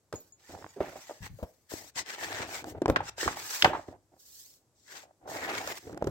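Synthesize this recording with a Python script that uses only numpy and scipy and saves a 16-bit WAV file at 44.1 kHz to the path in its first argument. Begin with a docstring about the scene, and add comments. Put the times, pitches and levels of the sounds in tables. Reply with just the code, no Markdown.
"""Faint room tone, then a soft flap and a snap: glossy magazine pages turned right beside a stereo microphone.
Sheets slide with a fine hiss and crackle (shaped noise), rumble softly as they bend (grainy noise), and buckle
with flaps and sharp snaps (short swings, trembling and cracks). Puffs of air thump low at the microphone.
A bracelet tinkles faintly early on (decaying sines); the living room answers the paper with a short tail."""
import sys
import numpy as np
from scipy import signal
from scipy.fft import rfft, irfft, next_fast_len
from scipy.io import wavfile

SR = 44100
rng = np.random.default_rng(int(sys.argv[2]) if len(sys.argv) > 2 else 0)


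def file_out(sig):
    """Save sig as 16-bit WAV at sys.argv[1]."""
    # one column per channel
    cols = np.atleast_2d(sig).T
    # limit, then scale
    lim = np.clip(cols, -1, 1)
    pcm = np.round(lim * 32767).astype(np.int16)
    wavfile.write(sys.argv[1], SR, pcm)


N = 269142
TIME = np.arange(N) / SR   # seconds
FFT_SIZE = 2 * next_fast_len(N // 2 + SR // 2)   # padded so that filtering does not wrap round
FFT_HZ = np.maximum(np.arange(FFT_SIZE // 2 + 1) * SR / FFT_SIZE, 1)

# The two microphone ports. Each row: frequency in Hz, left-right level difference in dB,
# likeness of diffuse sound at the two ports (0 to 1).
PORTS = [(99.9, 3.5, 0.85), (730, -2, 0.99), (1590, -0.5, 0.12), (6000, 3, 0.18), (12800, -3.5, 0.11)]


def from_db(db):
    """Decibels to gain."""
    return 10 ** (np.asarray(db) / 20)


def rms_one(x):
    """Scale to unit power."""
    return x / np.sqrt(np.mean(x ** 2) + 1e-20)


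def at_hz(points, hz, axis=1):
    """Read one column of a table on a log-frequency axis."""
    table = np.array(points)
    return np.interp(np.log(hz), np.log(table[:, 0]), table[:, axis])


def in_time(rows, axis=1):
    """Read one column of a curve at every sample."""
    table = np.array(rows)
    return np.interp(TIME, table[:, 0], table[:, axis])


def panned(db):
    """Left and right gains for a level difference."""
    return from_db(np.array([[.5], [-.5]]) * db)


def band(x, low_hz, high_hz):
    """Causal band-pass."""
    edges_hz = [low_hz, min(high_hz, SR * 9 / 20)]
    return signal.sosfilt(signal.butter(2, edges_hz, "band", fs=SR, output="sos"), x)


def drift(per_s):
    """Smooth chance with a spread near 1."""
    return np.interp(TIME * per_s, np.arange(SR // 2), rng.standard_normal(SR // 2))


def two_ports(mid, side, alike):
    """Mix two independent noises into a left-right pair of the given likeness."""
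    return np.sqrt(1 + alike) * mid + np.sqrt(1 - alike) * side * [[1], [-1]]


def friction(spectrum, grain_db, grains_per_s):
    """Countless tiny slips of uneven size, coloured by a spectrum and partly alike at both ports; rms 1."""
    sizes = from_db(grain_db * drift(grains_per_s))
    slips = rfft(rng.standard_normal((2, N)) * sizes, FFT_SIZE)
    alike = np.clip(at_hz(PORTS, FFT_HZ, axis=2), 0, .99)
    pair = two_ports(slips[0], slips[1], alike)
    bass_loss = np.hypot(1, (spectrum[0][0] / FFT_HZ) ** 2)   # falls away below the first row
    colour = from_db(at_hz(spectrum, FFT_HZ)) / bass_loss
    return rms_one(irfft(pair * colour, FFT_SIZE)[:, :N])


def room_tone():
    """The quiet living room: steady, faint, mostly low noise."""
    # Each row: frequency in Hz, relative spectral level in dB per Hz.
    spectrum = [(35, -11.5), (100, -6), (200, -17), (330, -12), (1200, -24.5), (3000, -33.5), (8000, -25.5),
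                (15000, -39)]
    return from_db(-72) * friction(spectrum, grain_db=0, grains_per_s=1)


def buckle(hz, swell_ms, crack_db, shiver_swells=7.36, crack_ms=1.8, clap_db=-7.5, sag=0.14, apart_hz=1550):
    """One panel flips and swings; the sheet shivers after it, claps on its neighbour and the crease cracks."""
    clean_cycles = 3.8   # a swell of more cycles than this breaks up into a crumple
    shiver = .45         # trembling of the sheet as a share of the swing
    t = np.arange(SR // 6) / SR
    age = t * 1000 / swell_ms   # in swells
    cycles = hz * swell_ms / 1000
    pitch = hz * (1 - sag * (1 - np.exp(-age / 2)))   # the panel slackens as it unloads

    apart = (hz / apart_hz) ** 2   # short waves reach the two ports out of step
    port_phase = np.pi * apart ** 2 / (1 + apart ** 2) * np.array([[0], [1]])
    phase = 2 * np.pi * np.cumsum(pitch) / SR - port_phase
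    swing = -np.sin(phase) * age * np.exp(1 - age)
    swing /= 1 + (cycles / clean_cycles) ** 4

    noise = rng.standard_normal((6, len(t)))
    tremble = rms_one(band(noise[0] + 2 * apart * noise[1:3], hz * 0.43, hz * 1.41))
    tremble *= shiver * (1 - np.exp(-2 * age)) * np.exp(-age / shiver_swells)

    crack_age = age * np.sqrt(swell_ms / crack_ms)
    crack_swell = crack_age * np.exp(1 - crack_age)
    crease = from_db(-9.5) * rms_one(band(noise[3] + 2 * noise[4:], 2100, 8200))
    clap = from_db(clap_db) * rms_one(band(noise[3] + noise[4:] / 2, 1100, 1800))
    return swing + tremble + from_db(crack_db) * (crease + clap) * crack_swell


def buckles():
    """Every flap and snap, as a sheet buckles or slaps down, at its moment."""
    # Each row: start in seconds, level in dB, starting pitch in Hz, swell in ms,
    # crack in dB relative to that level.
    events = [ (0.126, -30.5, 668, 1.5, -0.5), (0.137, -28, 483, 1.86, -16), (0.550, -34, 620, 0.34, -15),
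              (0.587, -42, 560, 0.73, -24), (0.6251, -38, 926, 0.31, -19), (0.644, -30.5, 993, 0.25, -28),
              (0.664, -33, 970, 0.28, -27), (0.762, -37, 438, 6.3, -27), (0.8048, -21.5, 640, 1.4, -34),
              (0.809, -23, 416, 1.65, -35), (0.821, -31, 630, 0.99, -28), (0.957, -32.5, 660, 0.96, -21),
              (1.095, -33, 664, 1.5, -27), (1.109, -32, 607, 1.2, -28), (1.387, -42, 580, 5.6, -22),
              (1.428, -28.5, 580, 1.1, -19), (1.436, -33, 570, 1.4, -32), (1.718, -34, 594, 1.17, -32.5),
              (2.399, -33, 603, 0.73, -9), (2.642, -31, 590, 0.6, -2), (2.748, -35, 462, 1.7, -35.5),
              (2.8177, -18.5, 404, 1.5, -14.5), (2.8584, -8.5, 750, 0.32, -18.5),
              (2.8805, -14.5, 540, 0.45, -13), (2.887, -15, 447, 1.14, -26.5),
              (2.8988, -5, 540, 0.55, -16.5), (2.9603, -10, 1510, 0.97, -39),
              (2.9672, -17.5, 700, 0.54, -18), (3.004, -23.5, 920, 1.4, -23), (3.181, -33, 700, 0.67, -3),
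              (3.229, -28.5, 500, 1.7, 5.5), (3.259, -26.5, 400, 2.6, -11.5),
              (3.277, -16.5, 1220, 1.5, -9.5), (3.369, -32, 895, 1.7, -8), (3.623, -6, 3250, 0.55, -28),
              (3.6449, -9, 854, 1.7, -24.5), (3.646, -7.5, 3100, 0.27, -11.5),
              (3.648, -8, 1760, 1.07, -25.5), (3.658, -14, 840, 0.95, -20.5), (3.698, -27, 700, 1.5, -18.5),
              (3.731, -23, 925, 2.4, -26), (3.750, -25.5, 996, 2.6, -28), (3.771, -28.5, 910, 0.62, -28),
              (4.539, -50, 6190, 0.25, -21), (5.674, -31, 692, 1.1, 7), (5.894, -37.5, 600, 1.9, -13),
              (5.929, -29, 476, 0.31, -14.5), (5.945, -30, 348, 0.42, -15), (5.975, -29.5, 644, 0.57, -6.5),
              (6.0238, -14.5, 460, 0.47, -25), (6.042, -24.5, 344, 1.3, -13), (6.0702, -19, 420, 1.74, -13)]
    out = np.zeros((2, N + SR))
    for s, db, hz, swell_ms, crack_db in events:
        sound = from_db(db) * buckle(hz, swell_ms, crack_db)
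        start = round(s * SR)
        out[:, start:start + sound.shape[1]] += sound
    return out[:, :N]


def puffs():
    """A fanning sheet pushes air at the microphone: each push swells quickly and ebbs as a soft low thump."""
    # Each row: start in seconds, level in dB, swell in seconds.
    pushes = [(0.131, -41.5, 0.0089), (0.8, -35.5, 0.0056), (1.204, -40.5, 0.017), (1.293, -44.5, 0.022),
              (1.426, -27.5, 0.0054), (2.89, -23.5, 0.0093), (3.258, -31, 0.0075), (3.641, -28.5, 0.0071),
              (6.05, -34.5, 0.062)]
    # Each row: frequency in Hz, relative spectral level in dB per Hz.
    spectrum = [(45, -6.5), (85, 2), (150, -4.5), (240, -19.5), (600, -49.5)]
    push = 0
    for s, db, swell_s in pushes:
        age = np.clip((TIME - s) / swell_s, 0, 20)
        push = push + from_db(db) * age * np.exp(1 - age)
    return push * friction(spectrum, grain_db=0, grains_per_s=1)


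def room(x, first_wall_s=0.012):
    """A diffuse tail that dies band by band, sooner in the treble."""
    # The room's answer. Each row: frequency in Hz, relative level in dB, time to fall by 60 dB in seconds.
    answer = [(60, -7.5, 1), (208, 3, 0.24), (329, -3, 0.32), (2080, -7, 0.33), (3900, 8.5, 0.12),
              (15970, -17, 0.12)]
    t = np.arange(SR * 2 // 3) / SR
    edges, tail = np.geomspace(45, 16000, 13), 0
    for low, high in zip(edges, edges[1:]):
        hz = np.sqrt(low * high)
        mid, side = band(rng.standard_normal((2, len(t))), low, high)
        alike = 1 / (1 + (hz / 900) ** 2)   # long waves reach both ports alike
        fall_db = at_hz(answer, hz) - 60 * t / at_hz(answer, hz, axis=2)
        tail = tail + two_ports(mid, side, alike) * from_db(fall_db)
    # silent until the first wall answers, then fading in
    tail = tail * np.clip(t / first_wall_s - 1, 0, 1) / np.sqrt(SR / 20)
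    return signal.fftconvolve(x, tail, axes=1)[:, :N]


def movement(start, swell_s, ebb_s, swell_db, ebb_db):
    """Gain of one movement: it takes hold, swells, ebbs and lets go; a slow one has soft edges."""
    grip_share, let_go_s = 0.137, 0.0027   # taking hold as a share of the swell; the quickest letting go
    age, grip_s = TIME - start, grip_share * swell_s
    arch_db = np.interp(age, [0, swell_s, swell_s + ebb_s], [-swell_db, 0, -ebb_db])
    edge = np.minimum(age / grip_s, (swell_s + ebb_s - age) / np.hypot(let_go_s, grip_s))
    return from_db(arch_db) * np.exp(np.clip(edge, -20, 0))


def warped(x, gap_ms=0.7, sway=.35, sways_per_s=12, bounce=.48):
    """Facing page and table mirror the sound; as the sheet moves, their notches wander through it; rms 1."""
    for path_ms in (gap_ms, np.pi * gap_ms):
        lag = path_ms * np.exp(sway * drift(sways_per_s)) * SR / 1000   # samples
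        x = x + bounce * x[:, np.arange(N) - lag.astype(int)]
    return rms_one(x)


def crackle(catches_per_s=380, spread_db=2.5):
    """Edges and creases catch and spring free in tiny ticks of uneven size; rms 1."""
    catches = rng.random(N) < catches_per_s / SR
    boost_db = spread_db * np.minimum(rng.exponential(1, N), np.pi)
    sizes = from_db(boost_db) * rng.standard_normal((2, N))
    return rms_one(band(catches * sizes + 1e-18, 900, 5000))


def sliding(drum_growth=1.94, uneven_db=2.0, tugs_per_s=65, crackle_db=-7):
    """Paper drags on paper: the sheet radiates the low rub, the surface the hiss."""
    # Each row: start in seconds, swell in seconds, ebb in seconds, hiss level in dB ahead of the layer gains,
    # rub of the whole sheet in dB and fine hiss of the gloss in dB, both relative to the hiss.
    slides = [ (0.139, 0.0072, 0.17, -61, -6.5, 4), (0.40, 0.1, 0.35, -58, -0.5, -2),
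              (0.804, 0.02, 0.18, -61, 12.5, 4), (0.87, 0.15, 0.2, -52.5, -1, -2),
              (1.225, 0.039, 0.02, -49.5, 5.5, 1.5), (1.3, 0.091, 0.3, -68.5, -3, 6.5),
              (1.696, 0.034, 0.17, -46, -2.5, 2.5), (1.959, 0.034, 0.029, -34.5, -0.5, -8),
              (2.062, 0.045, 0.1, -47, 7, -2), (2.184, 0.048, 0.21, -44, 6.5, -0.5),
              (2.299, 0.13, 0.038, -47.5, 9.5, -7), (2.48, 0.071, 0.066, -40, 4, -1),
              (2.659, 0.044, 0.022, -51.5, 1, 4.5), (3.04, 0.056, 0.003, -42.5, 2.5, -8.5),
              (3.182, .04, 0.125, -35.5, 2, -5), (3.36, 0.03, 0.075, -42, 2, 0),
              (3.445, 0.1, 0.14, -36.5, -2, 1), (3.651, 0.019, 0.26, -56.5, -1, -6),
              (4.21, 0.21, 0.15, -53.5, -20, 4.5), (4.771, 0.11, 0.036, -62, -16, -6),
              (4.882, 0.093, 0.064, -48.5, 2.5, -2.5), (5.276, 0.023, 0.63, -48.5, -3.5, -0.5),
              (5.35, 0.19, .09, -52.5, 15.5, 1), (5.55, 0.035, 0.052, -44.5, 5.5, -3),
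              (5.64, 0.082, .012, -43.5, 6.5, 2), (5.745, 0.038, .008, -47, 3, 1.5)]
    # Four spectra. Each row: frequency in Hz, relative spectral level in dB per Hz.
    rub_spectrum = [(300, -23.5), (850, 0.5), (1200, -9), (1850, 3.5), (2400, -4.5), (3300, -9),
                    (5000, -21.5), (9000, -45.5)]
    drum_spectrum = [(400, -3.5), (700, -11), (1200, -9.5), (2200, -12.5), (5000, -43)]
    hiss_spectrum = [(1000, -24), (2500, -10), (4300, 3), (5800, 5), (8200, 5), (9400, -13), (12000, -28)]
    gloss_spectrum = [(5000, -15), (9000, 0.5), (11500, 0.5), (14000, 1)]
    power = np.zeros((4, N))
    for start, swell_s, ebb_s, db, rub_db, gloss_db in slides:
        pull = movement(start, swell_s, ebb_s, swell_db=9.5, ebb_db=13.5)
        # in broad contact the whole sheet acts as a drum skin and the rub deepens
        layers_db = db + np.array([rub_db, drum_growth * rub_db, 0, gloss_db])
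        power += np.outer(from_db(layers_db) ** 2, pull ** 2)
    rub = from_db(-2.0) * warped(friction(rub_spectrum, grain_db=2.0, grains_per_s=690))
    rub = rub + from_db(crackle_db) * crackle()
    drum = from_db(-13.5) * friction(drum_spectrum, grain_db=2.5, grains_per_s=400)
    hiss = from_db(0.5) * warped(friction(hiss_spectrum, grain_db=1.5, grains_per_s=1100))
    gloss = from_db(-3.0) * friction(gloss_spectrum, grain_db=-0.9, grains_per_s=940)
    tug = from_db(uneven_db * drift(tugs_per_s))   # the hand's pull is never quite even
    return tug * sum(gain * layer for gain, layer in zip(np.sqrt(power), (rub, drum, hiss, gloss)))


def bracelet():
    """Each touch sets one small link ringing, with a phase of its own at each port."""
    # Each row: start in seconds, level in dB, pitch of the link in Hz.
    touches = [(0.157, -38, 6840), (0.203, -46, 14600), (0.323, -48, 6920), (0.69, -53.5, 6950)]
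    link_t60_s = 0.12
    out = np.zeros((2, N))
    for s, db, hz in touches:
        age = np.clip(TIME - s, 0, 1)
        phase = 2 * np.pi * rng.random((2, 1))
        ring = from_db(db - 60 * age / link_t60_s) * np.sin(2 * np.pi * hz * age + phase)
        out += (age > 0) * ring
    return out


def bending():
    """A curved sheet gives way in many soft, dull jolts; its taut part rings higher up."""
    # Each row: start in seconds, swell in seconds, ebb in seconds, level in dB ahead of the overall gain,
    # ring of the taut part in dB relative to that level.
    bends = [ (0.491, 0.011, 0.16, -51.5, -3.5), (0.81, 0.016, 0.17, -52.5, -1.5),
             (1.71, 0.0095, 0.17, -59.5, 2.5), (1.965, 0.032, 0.032, -51, -5), (2.22, 0.21, 0.24, -52, 3),
             (2.65, 0.042, 0.14, -45.5, -14), (2.86, 0.026, 0.14, -39, -7.5),
             (3.228, 0.02, 0.21, -50.5, -17), (3.626, 0.022, 0.15, -39, -4.5),
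             (3.885, 0.035, 0.043, -52, -2), (4.122, 0.02, 0.038, -67.5, 1.5),
             (4.94, 0.065, 0.11, -71.5, 9), (5.281, 0.15, 0.3, -49.5, 5.5),
             (5.872, 0.18, 0.053, -46, -13.5)]
    # Each row: frequency in Hz, relative spectral level in dB per Hz.
    spectrum = [(45, -5.5), (90, 0.5), (210, -9), (320, 2), (450, -6.5), (750, -10), (1100, -25.5),
                (2000, -28), (6000, -49)]
    slack, taut = 0, 0
    for start, swell_s, ebb_s, db, taut_db in bends:
        strain = from_db(db) * movement(start, swell_s, ebb_s, swell_db=0, ebb_db=6.5)
        slack = slack + strain
        taut = taut + strain * from_db(taut_db)
    low, high = (friction(spectrum, grain_db=6.5, grains_per_s=180) for _ in range(2))
    return from_db(2.5) * (slack * low + taut * rms_one(band(high, 650, 1500)))


def placed(pair):
    """The paper moves about the microphone: its sound reaches the left port first, its balance wanders."""
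    # Each row: time in seconds, left-right level difference in dB, lag of the right port in ms.
    path = [(0.9, -2, 0.05), (1.6, 3.5, 0.22), (2.3, 2, 0.22), (2.9, 0.5, 0.1), (3.62, -1, 0.07),
            (4.4, -2, 0.08), (4.95, 2, 0.23), (6.0, -1.5, 0.16)]
    lag = np.round(in_time(path, axis=2) * SR / 1000)   # samples
    right = np.interp(np.arange(N) - lag, np.arange(N), pair[1])
    return np.array([pair[0], right]) * panned(in_time(path))


def scene():
    """Paper and bracelet close by, the quiet room around them; only rustle and snaps draw the room's answer."""
    tone = room_tone()
    snaps = buckles()
    air = puffs()
    rustle = sliding() + bending()
    echo = room(from_db(-10.0) * rustle + from_db(-8.0) * snaps)
    return placed(rustle + snaps + air) + bracelet() + echo + tone


def record(dry, ceiling=1.2, low_cut_hz=50):
    """Ports colour each side; deep bass and a treble band are reduced, peaks rounded and the top cut."""
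    cutoff_hz = 16050
    dry = irfft(rfft(dry, FFT_SIZE) * panned(at_hz(PORTS, FFT_HZ)), FFT_SIZE)[:, :N]
    dry = signal.sosfilt(signal.butter(2, low_cut_hz, "high", fs=SR, output="sos"), dry)
    notch = signal.lfilter(*signal.iirnotch(9600, 5.0, fs=SR), dry)
    dipped = dry + 0.62 * (notch - dry)   # a partial notch
    coloured = ceiling * np.tanh(dipped / ceiling)
    return signal.sosfilt(signal.ellip(10, .2, 80, cutoff_hz, fs=SR, output="sos"), coloured)


dry = scene()
out = record(dry)
file_out(out)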